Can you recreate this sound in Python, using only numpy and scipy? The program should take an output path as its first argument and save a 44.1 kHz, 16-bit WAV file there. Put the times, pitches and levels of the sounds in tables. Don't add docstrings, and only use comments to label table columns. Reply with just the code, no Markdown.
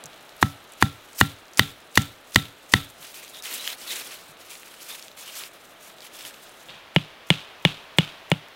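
import sys
import numpy as np
from scipy import signal
from scipy.fft import rfft, irfft
from scipy.io import wavfile
from scipy.ndimage import uniform_filter1d

SR = 44100
rng = np.random.default_rng(int(sys.argv[2]) if len(sys.argv) > 2 else 0)


def unload_wav(signal):
    wavfile.write(
        sys.argv[1],
        SR,
        np.round(np.clip(np.atleast_2d(signal).T, -1, 1) * 32767).astype(np.int16),
    )


def volts_from_db(level):
    exponent = np.asarray(level, float) / 20
    return 10 ** exponent


N = 377055
T = np.arange(N) / SR
SHORT = T[:SR // 2]
CUT_S = 6.686


def add(out, s, x):
    i = int(round(s * SR))
    out[i:i + len(x)] += x[:len(out) - i]


def colour(x, points):
    hz, db = np.transpose(points)
    bins_hz = np.fft.rfftfreq(len(x), 1 / SR)
    gain_db = np.interp(np.log(bins_hz + 1), np.log(hz), db)
    return irfft(rfft(x) * volts_from_db(gain_db), len(x))


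def unit(x):
    return x / np.sqrt(np.mean(x ** 2))


def walk(rate):
    k = int(SR / rate)
    held = np.repeat(rng.standard_normal(N // k + 1), k)
    return 1.3 * uniform_filter1d(uniform_filter1d(held, k), k)[:N]


def ring(modes, rise_s, detune=1):
    tones = sum(volts_from_db(db) * np.sin(2 * np.pi * hz * detune * SHORT) * 1000. ** (-SHORT / t60)
                for hz, db, t60 in modes)
    return tones * (1 - np.exp(-(SHORT / rise_s) ** 2))


def grains(per_s, scatter_db):
    hits = rng.random(N) < per_s / SR
    return hits * rng.standard_normal(N) * volts_from_db(scatter_db * np.minimum(rng.exponential(size=N), 3))


def soil_thud(soil, ground):
    thud = np.zeros(len(SHORT))
    for s, hz, length, db, sign in soil:
        lag = SHORT - s
        thud += sign * volts_from_db(db) * np.cos(2 * np.pi * hz * lag) * np.exp(-(lag / length) ** 2)
    thud *= 1 - np.exp(-SHORT / .001)
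    add(thud, .019, ring(ground, rise_s=0.0067))
    return thud


# (frequency [Hz], gain [dB])
CRACK_COLOUR = [(1000, -15), (3500, -16), (4800, -2), (7000, 1.5), (10000, -6.5), (14000, -2),
                (16000, -19.5)]


def crack(t60_s, dull, tilt_db):
    burst = unit(colour(rng.standard_normal(len(SHORT)), CRACK_COLOUR)) * 1000. ** (-SHORT / t60_s)
    return colour(colour(burst, dull), [(3500, -tilt_db), (14000, tilt_db)])


# (frequency [Hz], level [dB], T60 [s])
SLAP_MODES = [(3760, 2, 0.035), (3900, -6, .03), (3590, -9, 0.12)]


def hammering(blows, spots, bites, bite, tilts, crack_t60, build, swing, dull, wood, soil, ground):
    knocks, body = np.zeros(N), np.zeros(N)
    thud = soil_thud(soil, ground)
    low, high, upper, blade = wood
    low_lag_s, contact_s, upper_rise_s, blade_rise_s = build
    for blow, spot, (bite_s, *bite_db), tilt_db in zip(blows, spots, bites, tilts):
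        s, thud_db, high_db, blade_db, crack_db = blow
        low_db, upper_db, low_pct, high_pct, slap_db = spot
        low_tune, high_tune = 1 + low_pct / 100, 1 + high_pct / 100
        add(knocks, s + low_lag_s, swing * volts_from_db(low_db) * ring(low, contact_s, low_tune))
        add(knocks, s, volts_from_db(high_db) * ring(high, contact_s, high_tune))
        add(knocks, s, volts_from_db(upper_db) * ring(upper, upper_rise_s, high_tune))
        bitten = [(hz, db + more_db, t60) for (hz, db, t60), more_db in zip(bite, bite_db)]
        add(knocks, s + bite_s, ring(bitten, rise_s=0.00015))
        add(knocks, s + .0003, volts_from_db(crack_db) * crack(crack_t60, dull, tilt_db))
        add(body, s, volts_from_db(blade_db) * ring(blade, blade_rise_s) + volts_from_db(thud_db) * thud)
        add(body, s + 0.0248, volts_from_db(slap_db) * ring(SLAP_MODES, 0.0018, high_tune))
    return knocks, body


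# (frequency [Hz], gain [dB])
CANOPY = [(700, -1), (1800, -2), (3000, .5), (3800, 1.5), (5000, -.5)]


def forest(knocks, blows, trunks, woods, echo, returns):
    clear = np.zeros(len(SHORT))
    for delay, db in trunks:
        add(clear, delay, volts_from_db(db) * np.ones(1))
    reflected = signal.fftconvolve(knocks, colour(clear, echo))[:N]
    swell, db, t60 = woods
    cloud = np.clip(SHORT / swell, .1, 1) ** 0.22 * 1000. ** (-SHORT / t60)
    level = np.zeros(N)
    for (s, _, high_db, *_), return_db in zip(blows, returns):
        add(level, s, volts_from_db(db + return_db + 1.31 * high_db) * cloud)
    return reflected + level * unit(colour(colour(grains(per_s=5000, scatter_db=2.2), echo), CANOPY))


# (time [s], soil thud [dB], high stake modes [dB], blade ring [dB], crack [dB])
NEAR_BLOWS = [
    (0.4273, 0, 0, -8, -16.5),
    (0.8245, 1, 4, -7, -12.5),
    (1.2114, 1.5, 7, 3, -13.5),
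    (1.5939, -2, 7, -3.5, -10.5),
    (1.9744, 0.5, 8, 4, -10),
    (2.3592, -0.5, 8, -5, -10),
    (2.7376, 0, 9, -12.5, -14.5),
]
# (low modes [dB], upper modes [dB], low shift [%], high shift [%], slap echo [dB])
NEAR_SPOTS = [(3.7, -4, -1.6, 3.5, -42.5), (4.1, 2, 1.2, -1.2, -30), (4.5, 2, 1.92, -2, -34.5),
              (0.5, 12, 0.92, 1.2, -22), (3.2, 7, 0.42, 0.5, -31.5), (1.5, 11.5, -0.54, 0.8, -23),
              (3, 11.5, -1.1, 0.7, -25)]
# (lag [s], deep [dB], middle [dB], sharp [dB])
NEAR_BITES = [(.0002, 6.5, -12, -12), (.0002, -0.5, -2.5, -5.5), (.0003, 4, -5, -9), (.0002, 0, -12, -9),
              (.0002, -4.5, -7, -11.5), (.0002, -2, -20, -11), (.0002, -3, -17, -14)]
# (frequency [Hz], level [dB], T60 [s])
NEAR_BITE = [(1450, 0.1, 0.002), (1670, 0.1, 0.0094), (2376, 0.1, .011)]
NEAR_TILTS = [.3, -.3, .8, .3, .3, -.3, .3]
# (lag of low modes [s], contact [s], rise of upper modes [s], rise of blade ring [s])
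NEAR_BUILD = (0.00034, 0.00034, 0.00064, 0.00096)
# (frequency [Hz], level [dB], T60 [s])
NEAR_WOOD = [
    [(1021, 7, 0.0055), (1288, -10.5, 0.013), (1603, -4, 0.0063), (845, -7.5, 0.011), (1340, -33, 0.25),
     (773, -39.5, 0.18)],
    [(1910, -5, 0.016), (1992, -12, 0.02), (2280, -7, 0.0064), (688, -1.6, 0.0057), (1428, -16.5, 0.013)],
    [(3072, -1.5, 0.0061), (3433, -9.5, 0.01), (4495, -1.3, 0.0037), (3840, -21, 0.016)],
    [(2863, -11, 0.025)],
]
# (arrival [s], frequency [Hz], length [s], level [dB], push + or pull - [share])
NEAR_PACKETS = [(.0013, 287, 0.0038, -3, 0.49), (0.011, 45, 0.014, -35, -0.81),
                (.0163, 106, .0085, -15.5, -1), (.0163, 212, .0095, -21, 1)]
# (frequency [Hz], level [dB], T60 [s])
NEAR_RING = [(78, -45, 0.39), (94.8, -35.5, 0.32), (113.5, -33, 0.29), (122.5, -38.5, 0.32),
             (148.6, -20, 0.14), (165.8, -35, 0.075), (191.3, -29.5, 0.12), (281, -31.5, 0.25)]
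# (delay [s], level [dB])
NEAR_TRUNKS = [(0.0259, -25), (0.0386, -25), (.0495, -46.5)]
# (swell [s], level [dB], T60 [s])
NEAR_WOODS = (0.13, -38, 0.36)
# (frequency [Hz], gain [dB])
NEAR_ECHO = [(300, -4.5), (900, -15.5), (1350, -7), (1900, -7), (2800, -8), (3600, -2.5), (4300, -11),
             (5500, -16.5), (15000, -19.5)]
NEAR_RETURN_DB = [.1, .1, .1, 1.5, -.5, .5, .1]


def near_hammering():
    knocks, body = hammering(
        NEAR_BLOWS, NEAR_SPOTS, NEAR_BITES, NEAR_BITE, NEAR_TILTS, crack_t60=.0105, build=NEAR_BUILD,
        swing=-1, dull=[(1, 0.0029)], wood=NEAR_WOOD, soil=NEAR_PACKETS, ground=NEAR_RING)
    return knocks + body + forest(knocks, NEAR_BLOWS, NEAR_TRUNKS, NEAR_WOODS, NEAR_ECHO, NEAR_RETURN_DB)


# (time [s], soil thud [dB], high stake modes [dB], blade ring [dB], crack [dB])
FAR_BLOWS = [
    (6.6564, -16, 1.6, -35.5, -27),
    (6.962, 0, 2.5, -6.5, -29),
    (7.3032, -1, 6, -8, -19),
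    (7.6506, -1, 5.2, -5, -20.5),
    (7.985, 0, 5.7, -4.5, -13),
    (8.3163, -2, 1.3, -11, -23),
]
# (low modes [dB], upper modes [dB], low shift [%], high shift [%], slap echo [dB])
FAR_SPOTS = [(-33, -1, -.2, -9.5, -36), (-10.5, 4.5, 0.16, -1.5, -48), (-12.5, 9.5, -0.5, -0.2, -44),
             (-11, 7.5, -.3, 3.5, -46), (-11.5, 8, .1, 2.2, -45.5), (-10.5, -1.3, 0.8, 3.2, -52)]
# (lag [s], deep [dB], sharp [dB], middle [dB])
FAR_BITES = [(.0002, -30, -30, -30), (.0002, -14, -20, -3), (.0002, -1, -17, -4), (.0002, -6, -15, -6),
             (.0002, 0.5, -17, -11), (.0002, -9, -20, -6)]
# (frequency [Hz], level [dB], T60 [s])
FAR_BITE = [(1690, 0.1, 0.0048), (2600, 0.1, 0.006), (2400, 0.1, 0.0036)]
FAR_TILTS = [.1, -1.5, -1.5, -2.5, -3, -3]
# (lag of low modes [s], contact [s], rise of upper modes [s], rise of blade ring [s])
FAR_BUILD = (0.00054, 0.0004, 0.001, 0.0047)
# (frequency [Hz], gain [dB])
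FAR_PATH = [(3000, -2), (4800, -0.78), (7000, -0.28), (12000, -0.22)]
# (frequency [Hz], level [dB], T60 [s])
FAR_WOOD = [
    [(580, 3, 0.014), (805, 6, 0.0079), (1330, -4.5, 0.015)],
    [(2085, -3, 0.0075), (1813, -5, 0.0083), (2300, -26, 0.0105)],
    [(3270, 9.5, 0.0037), (3920, -16, 0.01)],
    [(2910, 4, 0.025), (3090, -11, 0.028)],
]
# (arrival [s], frequency [Hz], length [s], level [dB], push + or pull - [share])
FAR_PACKETS = [(.0026, 282, 0.0034, -6, 0.41), (0.013, 113, 0.0095, -23.5, -0.8),
               (.0115, 165, .008, -10, -1)]
# (frequency [Hz], level [dB], T60 [s])
FAR_RING = [(111.4, -33.5, 0.19), (150.3, -29, 0.2), (183, -30.5, 0.13), (210, -35, 0.1), (286, -38, 0.17)]
# (delay [s], level [dB])
FAR_TRUNKS = [(0.0223, -19.5), (0.0309, -26.5), (0.039, -35), (.046, -45), (0.053, -37)]
# (swell [s], level [dB], T60 [s])
FAR_WOODS = (0.02, -39, 0.55)
# (frequency [Hz], gain [dB])
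FAR_ECHO = [(300, -7), (900, -7.5), (1400, -4), (2000, -9), (2600, 0), (3600, -2), (4500, -10.5),
            (5500, -16), (15000, -30)]
FAR_RETURN_DB = [.1, -2, .5, .5, .1, -5]


def far_hammering():
    knocks, body = hammering(
        FAR_BLOWS, FAR_SPOTS, FAR_BITES, FAR_BITE, FAR_TILTS, crack_t60=.008, build=FAR_BUILD,
        swing=1, dull=FAR_PATH, wood=FAR_WOOD, soil=FAR_PACKETS, ground=FAR_RING)
    return knocks + body + forest(knocks, FAR_BLOWS, FAR_TRUNKS, FAR_WOODS, FAR_ECHO, FAR_RETURN_DB)


def snap_burst(hz):
    size, middle = 512, 256
    burst = rng.standard_normal(size) * np.exp(-(np.arange(size) - middle) ** 2 / (.0004 * SR) ** 2)
    burst[middle] += 4
    after, chance = np.arange(middle) / SR, rng.random((2, middle))
    splinters = (chance[0] < .05) * (2 * chance[1] - 1) * np.exp(-after / 0.0029)
    burst[middle:] += volts_from_db(11) * splinters
    burst = colour(burst, [(hz / 12, -60), (hz / 4, -26), (hz / 1.4, -6), (hz, 0), (hz * 1.5, -9), (hz * 3, -22)])
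    return burst / np.abs(burst).max()


# (time [s], peak level [dB], frequency [Hz])
SNAPS = [(0.0388, -23, 7600), (0.0573, -25, 6800), (.0635, -29, 6700), (.132, -33, 3520),
         (.293, -31.5, 3500), (.365, -34, 11000), (.4172, -30, 7000), (0.4254, -15, 6500),
         (0.721, -31.5, 9000), (0.812, -31.5, 3500), (.818, -23, 3500), (1.1315, -32, 7800),
         (1.187, -36, 5000), (1.2035, -19, 9000), (1.534, -32, 6000), (1.5735, -13, 6000),
         (1.582, -13, 9000), (1.455, -39, 4500), (1.482, -38.5, 4300), (1.546, -35, 8000),
         (.735, -35.5, 7200), (1.9565, -21, 9000), (1.961, -19, 12000), (1.9735, -13, 3500),
         (1.9803, -11, 6800), (2.02, -19.5, 7000), (2.346, -14, 5500), (2.3581, -6.5, 5070),
         (2.364, -20.5, 10000), (2.7369, -4, 5000), (2.846, -31, 10650), (6.948, -36.5, 9000),
         (7.974, -35, 11000)]
# (time [s], peak level [dB], frequency [Hz])
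HAND_SNAPS = [(3.028, -30.5, 3590), (3.0767, -35, 2860), (3.131, -38, 3860), (3.1433, -29, 3780),
              (3.248, -25, 4650), (3.2787, -28, 3470), (3.3465, -28, 3710), (3.3712, -26, 3790),
              (3.4233, -24, 6130), (3.456, -16.5, 2700), (3.5421, -25.5, 3080), (3.5553, -26, 2860),
              (3.5957, -25, 3760), (3.676, -4.5, 2630), (3.702, -22, 3370), (3.8778, -21, 3570),
              (4.3697, -35, 3100), (4.5052, -27, 2700), (4.5537, -30, 2640), (4.6318, -30.5, 2620),
              (4.6733, -30, 2370), (4.7406, -31, 2510), (4.995, -27, 4000), (5.025, -23, 4860),
              (5.0818, -27, 3420), (5.1153, -30.5, 3100), (5.175, -38, 2850), (5.2086, -30, 3260),
              (5.4366, -18, 3570), (5.9, -33.5, 2230), (5.9843, -33, 3510), (6.0054, -26, 4600),
              (6.0196, -29, 3290), (6.049, -33.5, 2340), (6.208, -22, 3460), (6.2505, -24, 2960),
              (6.3092, -38, 2200), (6.3423, -28, 3050), (6.4931, -44, 2540), (6.614, -39, 3150)]
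# (time [s], peak level [dB], frequency [Hz])
TICKS = [(0.1404, -37, 3170), (0.1634, -36, 3620), (0.1944, -38, 3520), (0.2144, -42, 3200),
         (0.3267, -38, 3800), (2.7864, -26, 3440), (5.1756, -38, 2830), (5.1824, -38, 3000),
         (5.1936, -31, 3620), (5.2284, -33, 3720), (5.2864, -28, 2940), (5.2984, -29, 3710),
         (5.3584, -31, 3540), (5.3717, -30, 2760), (5.3914, -30, 2940), (5.4094, -26, 2710),
         (5.4204, -26, 3190), (5.854, -39, 3250), (6.0492, -32, 3550)]
# (time [s], peak level [dB], frequency [Hz])
THIN_TICKS = [(0.0984, -42, 9430), (0.2084, -39, 7000), (0.2634, -43, 9770), (0.3804, -41, 7920),
              (0.4404, -27, 11100), (0.9284, -40, 7010), (0.9694, -43, 7030), (1.2974, -37, 7150),
              (1.3254, -39, 12100), (1.8028, -43, 7670), (1.8174, -48, 6940), (1.8692, -47, 11800),
              (1.8954, -47, 7770), (1.926, -34, 7250), (2.0582, -30, 9970), (2.0634, -35, 6970),
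              (2.1206, -39, 12900), (2.1524, -47, 6520), (2.2674, -47, 8710), (2.3072, -32, 11500),
              (2.3201, -31, 6820), (2.3805, -27, 6830), (2.5252, -40, 9720), (2.6948, -35, 8370),
              (2.7984, -37, 8180), (4.5535, -35, 7030), (5.0404, -38, 6960), (5.0818, -33, 8370),
              (5.1153, -41, 7180), (5.3784, -27, 7490), (5.897, -36, 8430), (6.4936, -34, 8100),
              (6.6164, -42, 6600), (8.2901, -45, 11000), (8.3014, -22, 10000)]


def snaps():
    out = np.zeros(N)
    by_hand = [(s, 0.82 * (db + 25) - 26.5, hz) for s, db, hz in HAND_SNAPS]
    springing = [(s, db - 2.5, hz) for s, db, hz in TICKS + THIN_TICKS]
    for s, db, hz in SNAPS + by_hand + springing:
        add(out, s + 0.00053 - 256 / SR, volts_from_db(db + 0.7) * snap_burst(hz))
    return out


# (start [s], swell [s], hold [s], fade [s], level [dB])
STROKES = [(2.976, 0.064, 0.043, 0.058, -42.5), (3.132, 0.018, 0.0184, 0.2, -43.5),
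           (3.294, 0.064, 0.0323, 0.0217, -46.5), (3.417, 0.0339, 0.28, 0.032, -35),
           (3.754, 0.07, 0.0426, 0.0215, -41), (3.86, 0.029, 0.085, 0.13, -33.5),
           (4.039, 0.09, 0.026, 0.053, -39), (4.19, 0.0163, 0.095, 0.037, -55),
           (4.379, 0.0194, 0.12, .02, -56), (4.49, 0.015, 0.012, 0.11, -44), (4.58, 0.043, 0.31, 0.04, -54),
           (4.797, 0.034, 0.029, 0.0194, -49), (4.859, 0.046, 0.051, 0.0475, -38),
           (4.984, 0.018, 0.0445, 0.074, -52.5), (5.166, 0.014, 0.051, 0.059, -45),
           (5.245, 0.03, 0.019, 0.069, -40.5), (5.319, 0.054, 0.046, 0.0763, -37.5),
           (5.528, 0.0105, 0.017, 0.02, -57), (5.777, 0.1, 0.023, 0.032, -52),
           (6.002, 0.053, 0.0107, 0.0264, -45.5), (6.112, 0.035, 0.132, 0.055, -45),
           (6.327, 0.023, .02, 0.023, -52.5), (6.388, 0.0225, 0.056, 0.092, -58),
           (6.537, 0.042, .03, 0.083, -57.5)]
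BUSY = T > STROKES[0][0]


def hand_strokes():
    hands = np.zeros(N)
    for s, swell, hold, fade, db in STROKES:
        shape = np.minimum(SHORT / swell, (swell + hold + fade - SHORT) / fade)
        add(hands, s, volts_from_db(db) * np.clip(shape, 0, 1) ** 1.19)
    return hands


# (lead [s], level [dB], softness of start [exponent], extra treble [dB])
SWISH = [(0.016, -36, 0.36, 0), (0.024, -37.5, .7, -0.5), (0.032, -35.5, .8, 8), (0.0208, -35, .1, -1),
         (0.021, -34, 0.26, 2.5), (0.039, -47, 0.2, 0.5), (0.02, -37, .6, 4.5), (0.014, -61, .3, .1),
         (0.04, -64, .3, 1.5), (0.029, -61.5, .3, -1), (0.019, -59, .3, .1), (0.012, -63, .3, .1)]


def blade_sweeps():
    level, treble = np.zeros(N), np.zeros(N)
    for (s, *_), (lead, db, soft, treble_db) in zip(NEAR_BLOWS + FAR_BLOWS[1:], SWISH):
        before = T < s
        share = np.clip((T - s + lead) / lead, 0, 1)
        approach = volts_from_db(-12.5) * np.clip((T - s) / (2.5 * lead) + 1, 0, 1) ** 0.85
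        sweep = share ** soft * volts_from_db(4.5 - 3.5 * share) + approach
        level += volts_from_db(db + 3.17 * walk(150)) * before * sweep
        treble += treble_db * before * (T > s - 2 * lead)
    return level, treble


def settling():
    level = np.zeros(N)
    shape = (1 - np.exp(-SHORT / 0.011)) * 1000. ** (-SHORT / 0.23)
    for blows, db in ((NEAR_BLOWS, -35.5), (FAR_BLOWS[1:], -57)):
        for s, *_ in blows:
            add(level, s, volts_from_db(db) * shape)
    return level


# (frequency [Hz], level [dB/Hz])
GRASS = [(120, -45), (200, -4), (299, -18), (366, -8), (409, -8.5), (569, -7), (735, -17), (806, -10),
         (1770, -7.5), (2860, -1.5), (3830, -5), (9230, -9), (12400, -10), (16000, -12.5)]


def litter(level, treble_db, bass_db):
    out, shared = np.zeros(N), walk(90)
    ticks = .55 * unit(grains(per_s=120, scatter_db=2.5))
    hz, db = np.transpose(GRASS)
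    for centre in 250 * 2 ** np.arange(0, 6.1, 1 / 3):
        edges_hz = centre * 2 ** (np.array([-1, 1]) / 6)
        band = signal.butter(2, edges_hz, "band", fs=SR, output="sos")
        treble_share = np.clip(np.log2(centre / 4000) / .6, 0, 1)
        bass_share = np.clip(np.log2(2000 / centre) / 2, 0, 1)
        small_grains = (.65 - .15 * treble_share) * unit(grains(per_s=250, scatter_db=2.8))
        rub = rng.standard_normal(N) + ticks + small_grains
        band_db = np.interp(np.log(centre), np.log(hz), db) + treble_share * treble_db + bass_share * bass_db
        band_db = band_db + 1.5 * shared + 1.3 * walk(40)
        out += volts_from_db(band_db) * signal.sosfilt(band, rub)
    return level * out * volts_from_db(5.5)


def rustle():
    hands = hand_strokes()
    sweeps, sweep_treble = blade_sweeps()
    kneeling = (T < CUT_S) * volts_from_db(-56 - 1.0 * BUSY + 0.72 * walk(25.0))
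    hand_treble = 1 - 0.16 * (20 * np.log10(hands + volts_from_db(-42.0)) + 36.5)
    place_treble = np.where(BUSY, np.where(T < CUT_S, hand_treble, 8.5), 1)
    flicker = 1.5 * walk(190) + 0.85 * walk(30)
    bass_db = -.15 * 20 * np.log10(hands / volts_from_db(-46) + 1)
    return litter(hands + kneeling + sweeps + settling(), flicker + sweep_treble + place_treble, bass_db)


# (start [s], length [s], from [Hz], to [Hz], level [dB])
RASPS = [
    (3.323, 0.095, 3550, 3830, -39.5),
    (3.445, 0.166, 2690, 3100, -40),
    (3.544, 0.13, 3750, 4080, -35),
    (3.63, .11, 3006, 3470, -36),
    (3.864, 0.12, 3700, 3770, -34),
    (4.887, 0.073, 3450, 3780, -35),
    (5.262, 0.044, 2950, 2980, -38),
    (6.01, 0.059, 3290, 3110, -47),
    (6.13, 0.17, 3370, 3598, -45.5),
]


def cord():
    out, rough = np.zeros(N), walk(740) * volts_from_db(1.9 * walk(120))
    for s, length, from_hz, to_hz, db in RASPS:
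        hz = from_hz + (to_hz - from_hz) * SHORT / length
        edge = np.clip(np.minimum(SHORT, length - SHORT) / 0.022, 0, 1)
        phase = 2 * np.pi * np.cumsum(np.minimum(hz, SR / 4)) / SR
        add(out, s, volts_from_db(db - 3.5) * edge * np.sin(phase))
    return out * rough


# (time [s], level [dB])
SHIFTS = [
    (0.046, -46),
    (2.997, -54),
    (4.289, -52),
    (5.419, -60),
    (6.24, -58),
]


def weight_shifts():
    out = np.zeros(N)
    for s, db in SHIFTS:
        add(out, s, volts_from_db(db) * ring([(151.8, 7.5, 0.12), (116.0, -4.0, 0.23), (191.5, -11.5, 0.102)], rise_s=0.0053))
    return out


def air(spectrum, db):
    return volts_from_db(db + 0.86 * walk(1.79)) * unit(colour(rng.standard_normal(N), spectrum))


# (frequency [Hz], level [dB/Hz])
NEAR_AIR = [(15, -52), (25, -4), (70, -12), (344, -0.5), (427, -1), (624, 2.5), (1020, -3.5), (1260, 0),
            (2160, -6), (3250, -6), (4030, -7.5), (4740, -19.5), (12500, -37), (14800, -33), (16000, -26)]
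# (frequency [Hz], level [dB/Hz])
RUMBLE = [(20, -10), (90, -7), (200, -7), (400, -33)]


def near_background():
    opening_db = 3.5 * np.exp(-T / 0.12)
    return air(NEAR_AIR, -50 + opening_db) + ~BUSY * air(RUMBLE, -72)


# (frequency [Hz], level [dB/Hz])
FAR_AIR = [(15, -50), (25, -11.5), (87, -12), (170, -8.5), (249, -8.5), (405, -4), (503, -4), (659, 0.5),
           (734, -3), (1160, -3), (1560, -4.5), (2480, -5.5), (3340, -7), (7710, -26), (16000, -27.5)]


def far_background():
    return air(FAR_AIR, -47.5)


def scene():
    near = near_hammering() + near_background()
    far = far_hammering() + far_background()
    place = np.where(T < CUT_S, near, far)
    return (place + snaps() + rustle() + cord() + weight_shifts())[None]


def top_cut(x):
    return signal.sosfilt(signal.butter(12, 16430, fs=SR, output="sos"), x)


def record(dry):
    lowpass = signal.ellip(8, .2, 40, 15800, fs=SR, output="sos")
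    mix = np.clip(signal.sosfilt(lowpass, dry), -1, 1)
    return top_cut(mix)


dry = scene()
out = record(dry)
unload_wav(out)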